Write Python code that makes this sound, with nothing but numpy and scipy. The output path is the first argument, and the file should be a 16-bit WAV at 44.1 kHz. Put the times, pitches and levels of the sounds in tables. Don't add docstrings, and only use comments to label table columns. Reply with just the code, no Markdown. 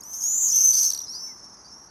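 import sys
import numpy as np
from scipy import signal
from scipy.fft import rfft, irfft
from scipy.io import wavfile
from scipy.ndimage import uniform_filter1d

SR = 44100
rng = np.random.default_rng(int(sys.argv[2]) if len(sys.argv) > 2 else 0)


def generate_wav(signal):
    frames = np.transpose(np.atleast_2d(signal))
    scaled = np.clip(frames, -1, 1) * 32767
    pcm = np.round(scaled).astype(np.int16)
    wavfile.write(sys.argv[1], SR, pcm)


N = 83790

# (time [s], level [dB])
RICHNESS = [(.1, 5), (.35, -1.5), (.9, 1), (1.2, -6)]


def screams():
    # (full trill depth [Hz], its curve of (time [s], pitch [Hz], level [dB]))
    scream_curves = [ (292, [(.017, 4370, -50), (.026, 5260, -47.5), (.055, 5960, -40), (.12, 6200, -36.5),
                     (.27, 6700, -31.5)]), (180, [(.126, 4605, -61), (.138, 5395, -41.5), (.16, 5990, -38),
                     (.24, 6140, -47)]), (444, [(.202, 5070, -41), (.215, 5850, -33.5), (.24, 6490, -26),
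                     (.3, 6830, -22.5), (.365, 7050, -22.5), (.42, 7010, -23), (.48, 6670, -24),
                     (.54, 6500, -31)]), (148, [(.219, 4690, -48.5), (.24, 5450, -36.5), (.29, 6090, -32),
                     (.39, 6290, -28.5), (.515, 6290, -23.5)]), (148, [(.473, 4483, -48.5),
                     (.49, 5000, -42.5), (.562, 5700, -42), (.572, 5720, -26.5), (.595, 5890, -21.5),
                     (.63, 6565, -18)]), (100, [(.55, 5222, -30), (.558, 5862, -28), (.6, 6238, -27),
                     (.73, 6072, -21.5)]), (107, [(.507, 5330, -31), (.525, 5940, -20), (.55, 6130, -18.5),
                     (.625, 6260, -21), (.69, 6168, -15.5), (.725, 5940, -21.5)]),
                     (240, [(.587, 4450, -40.5), (.604, 5590, -33), (.635, 5900, -25.5), (.73, 6050, -25),
                     (.742, 6106, -18), (.8, 6177, -21.5), (.86, 6183, -21), (.902, 6270, -22.5)]),
                     (120, [(.625, 5300, -28), (.655, 5934, -35), (.78, 5835, -36)]),
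                     (200, [(.772, 4820, -30), (.789, 5600, -23), (.812, 5885, -23), (.9, 5955, -38)]),
                     (99, [(.83, 4950, -37), (.852, 5466, -30), (.895, 5557, -31.5), (.925, 5650, -37),
                     (1.06, 5890, -41)]), (150, [(1.064, 4070, -54), (1.105, 4240, -53),
                     (1.148, 4900, -48)]), (110, [(1.078, 4900, -42), (1.1, 5480, -34.5),
                     (1.14, 5840, -36.5), (1.18, 5900, -41.5), (1.245, 6000, -36), (1.39, 5960, -56)]),
                     (50, [(1.133, 4220, -43), (1.16, 5025, -33.5), (1.184, 4920, -41), (1.197, 5400, -38),
                     (1.255, 5426, -37.5), (1.335, 5410, -50), (1.42, 5290, -50), (1.445, 5470, -46),
                     (1.48, 5440, -52), (1.57, 5310, -51)]), (70, [(1.566, 4650, -54), (1.582, 5060, -54),
                     (1.69, 5290, -75)]), (75, [(1.642, 4580, -52), (1.665, 4740, -48.5),
                     (1.695, 5120, -61), (1.728, 5396, -44), (1.76, 5600, -48), (1.88, 5660, -53)]),
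                     (50, [(1.885, 4500, -60), (1.93, 4900, -55)]), ]
    attack_s, release_s = 0.0033, 0.011
    start_depth_hz = 53.7
    grown_share = 0.68
    out = np.zeros(N)
    for full_depth_hz, curve in scream_curves:
        times, pitches, levels = np.transpose(curve)
        start, end = times[0], times[-1]
        t = np.arange(start, end, 1 / SR)
        edges = np.clip(np.minimum((t - start) / attack_s, (end - t) / release_s), 0, 1)
        growth = np.minimum(np.linspace(0, 1, len(t)) / grown_share, 1) ** 2
        depth_hz = start_depth_hz + (full_depth_hz - start_depth_hz) * growth
        hz = np.interp(t, times, pitches)
        db = np.interp(t, times, levels)
        add(out, start, edges * voice(start, hz, db, depth_hz))
    return out


def voice(start, hz, db, depth_hz):
    # multiples of the whistle's pitch [ratio], and beside them their levels [dB]
    multiples = [.5, 1, 1.5, 2, 2.5]
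    partial_db = [-44.5, -1, -27, -18, -38]
    # (frequency [Hz], level [dB])
    throat = [(10500, 0), (12300, 0.5), (13800, -3.5), (15300, 2)]
    trill_hz, trill_wander = 255.1, 0.057
    trill_uneven = 0.25
    jitter_hz, waver_hz = 33.6, 13.2
    pulse_scale_hz, pulse_lag_rad = 510, 0.1
    flutter_db, swell_db = 2, 1.07

    size = len(hz)
    pace_wander = rng.normal() + 2 * drift(171, size)
    trill = phase_of(trill_hz * (1 + trill_wander * pace_wander))
    swing = depth_hz * (1 + trill_uneven * drift(230, size)) * np.cos(trill)
    unsteadiness = jitter_hz * drift(650, size) + waver_hz * drift(53.3, size)
    phase = phase_of(hz + swing + unsteadiness)
    pulsing = 1 + np.tanh(depth_hz / pulse_scale_hz) * np.sin(trill - pulse_lag_rad)
    richness = np.interp(start + np.arange(size) / SR, *np.transpose(RICHNESS))
    tone = np.zeros(size)
    for multiple, level in zip(multiples, partial_db):
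        colour = richness + np.interp(multiple * hz, *np.transpose(throat))
        if multiple == 1:
            colour = 0
        gain = from_db(db + level + colour + flutter_db * drift(184, size))
        tone += gain * np.sin(multiple * phase)
    swell = from_db(swell_db * drift(14.3, size))
    return np.sqrt(2) * tone * pulsing * swell


def pips():
    # (time of its middle [s], middle pitch [Hz], level [dB])
    pip_list = [(.01, 6420, -38.5), (0.037, 6700, -39), (0.489, 5860, -25), (.563, 6440, -14),
                (.588, 6330, -14.5), (.639, 6250, -21), (.664, 6184, -16), (.904, 6060, -18.5),
                (0.937, 6070, -22.5), (0.963, 5930, -27), (0.992, 5827, -25.5), (1.018, 5730, -30.5),
                (1.046, 5400, -37), (1.073, 5100, -39.5)]
    length_s, fall_hz, trill_depth_hz = 0.011, 205, 135
    out = np.zeros(N)
    u = np.linspace(-.5, .5, int(length_s * SR))
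    hump = np.cos(np.pi * u) ** 2
    for middle, hz, db in pip_list:
        pip = hump * voice(middle, hz - fall_hz * u, db, trill_depth_hz)
        add(out, middle - length_s / 2, pip)
    return out


def chatter():
    # (time of the first tick's middle [s], ticks [count], middle pitch [Hz], level [dB])
    tick_runs = [(0.649, 1, 5400, -43), (0.664, 1, 4960, -46), (0.732, 4, 4880, -30),
                 (0.753, 1, 4880, -27.5), (0.765, 1, 4780, -33), (0.773, 1, 4800, -30),
                 (0.786, 4, 4820, -31), (0.831, 5, 4740, -31), (0.856, 1, 4540, -34), (.865, 1, 4500, -39),
                 (0.905, 1, 4470, -35), (0.916, 1, 4400, -34), (.924, 1, 4470, -34), (.949, 1, 4640, -31),
                 (0.977, 1, 4390, -35), (1.005, 1, 3850, -46)]
    # (time [s], length [s])
    tick_length = [(.87, .005), (.92, .008)]
    gap_s, fall_hz, octave_db = 0.0042, 1300, -6
    scatter_hz, scatter_db = 170, 1.1
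    out = np.zeros(N)
    for first, count, hz, db in tick_runs:
        length = np.interp(first, *np.transpose(tick_length))
        u = np.linspace(-.5, .5, int(length * SR))
        hump = np.cos(np.pi * u) ** 2
        for k in range(int(count)):
            phase = phase_of(hz - fall_hz * u + scatter_hz * drift(690, len(u)))
            tick = np.sin(phase) + from_db(octave_db) * np.sin(2 * phase)
            gain = np.sqrt(2) * from_db(db + scatter_db * rng.normal())
            add(out, first + k * gap_s - length / 2, gain * hump * tick)
    return out


def rasp(whistles, ticks):
    # (frequency [Hz], level per Hz [dB])
    rasp_colour = [(1500, -9.5), (2600, -15.5), (3400, -6), (4400, -11.5), (9000, 10), (10800, -3),
                   (12300, 8.5), (15500, -33)]
    whistle_db, tick_db = -21.5, -5
    facing = from_db(np.interp(np.arange(N) / SR, *np.transpose(RICHNESS)))
    whistle_envelope = from_db(whistle_db) * facing * loudness(whistles)
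    tick_envelope = from_db(tick_db) * loudness(ticks)
    return (whistle_envelope + tick_envelope) * noise(rasp_colour)


def echoes(x):
    t60_s, delay_s, cut_hz = 0.12, 0.028, 3570
    t = np.arange(SR) / SR
    tail = rng.standard_normal(SR) * from_db(-60 * t / t60_s) * (t > delay_s)
    tail /= np.sqrt(np.sum(tail ** 2))
    dull = signal.butter(2, cut_hz, fs=SR, output="sos")
    return signal.sosfilt(dull, signal.fftconvolve(x, tail)[:N])


def low_undertones():
    # (start [s], length [s], start pitch [Hz], end pitch [Hz], level [dB])
    undertones = [(.5, .16, 2806, 2760, -54.5), (0.51, 0.088, 3170, 3535, -53),
                  (1.266, 0.077, 2296, 2004, -56)]
    jitter_hz, flutter_db = 33.6, 2
    out = np.zeros(N)
    for start, length, start_hz, end_hz, db in undertones:
        u = np.linspace(0, 1, int(length * SR))
        hz = start_hz + (end_hz - start_hz) * u + jitter_hz * drift(100, len(u))
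        gain = from_db(db + flutter_db * drift(60, len(u)))
        add(out, start, gain * np.sin(np.pi * u) * np.sin(phase_of(hz)))
    return out


def far_flock():
    # (frequency [Hz], level per Hz [dB])
    flock_colour = [(3800, -27.5), (4700, -18), (5500, 1.5), (6400, -3.5), (7200, -33), (11200, -22.5),
                    (12800, -64)]
    # (time [s], level [dB])
    flock_level = [(0, -57), (.9, -45), (1.9, -53)]
    level = np.interp(np.arange(N) / SR, *np.transpose(flock_level))
    return noise(flock_colour) * from_db(level + 2 * drift(30, N))


def hum():
    # (frequency [Hz], level per Hz [dB])
    hum_colour = [(45, -0.5), (120, -4.5), (230, -1), (560, -8.5), (1000, -2.5), (1700, -12.5), (2600, -25),
                  (4000, -34)]
    return from_db(-54.5) * noise(hum_colour)


def noise(spectrum):
    hz, db = np.transpose(spectrum)
    bins = np.arange(N // 2 + 1) * SR / N + 1e-3
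    beyond = np.minimum(1, np.minimum(bins / hz[0], hz[-1] / bins)) ** 7
    colour = from_db(np.interp(np.log(bins), np.log(hz), db))
    return rms_one(irfft(rfft(rng.standard_normal(N)) * beyond * colour, N))


def drift(rate, size):
    r = np.exp(-2 * np.pi * rate / SR)
    white = rng.standard_normal(size + SR // 4)
    return rms_one(signal.lfilter([1], [1, -2 * r, r * r], white))[-size:]


def loudness(x):
    return np.sqrt(np.abs(uniform_filter1d(x ** 2, size=80)))


def phase_of(hz):
    return 2 * np.pi * np.cumsum(hz) / SR + rng.uniform(0, 2 * np.pi)


def from_db(db):
    return 10 ** (np.asarray(db) / 20)


def rms_one(x):
    return x / np.sqrt(np.mean(x ** 2) + 1e-20)


def add(out, start, x):
    i = int(np.clip(start * SR, 0, N))
    out[i:i + len(x)] += x[:N - i]


def scene():
    whistles = screams() + pips()
    ticks = chatter()
    swifts = whistles + ticks + rasp(whistles, ticks)
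    near = swifts + from_db(-4) * echoes(swifts)
    background = low_undertones() + far_flock() + hum()
    return (near + background)[None]


def record(dry):
    steep = signal.ellip(12, .1, 80, 15900, fs=SR, output="sos")
    return signal.sosfilt(steep, dry)


dry = scene()
out = record(dry)
generate_wav(out)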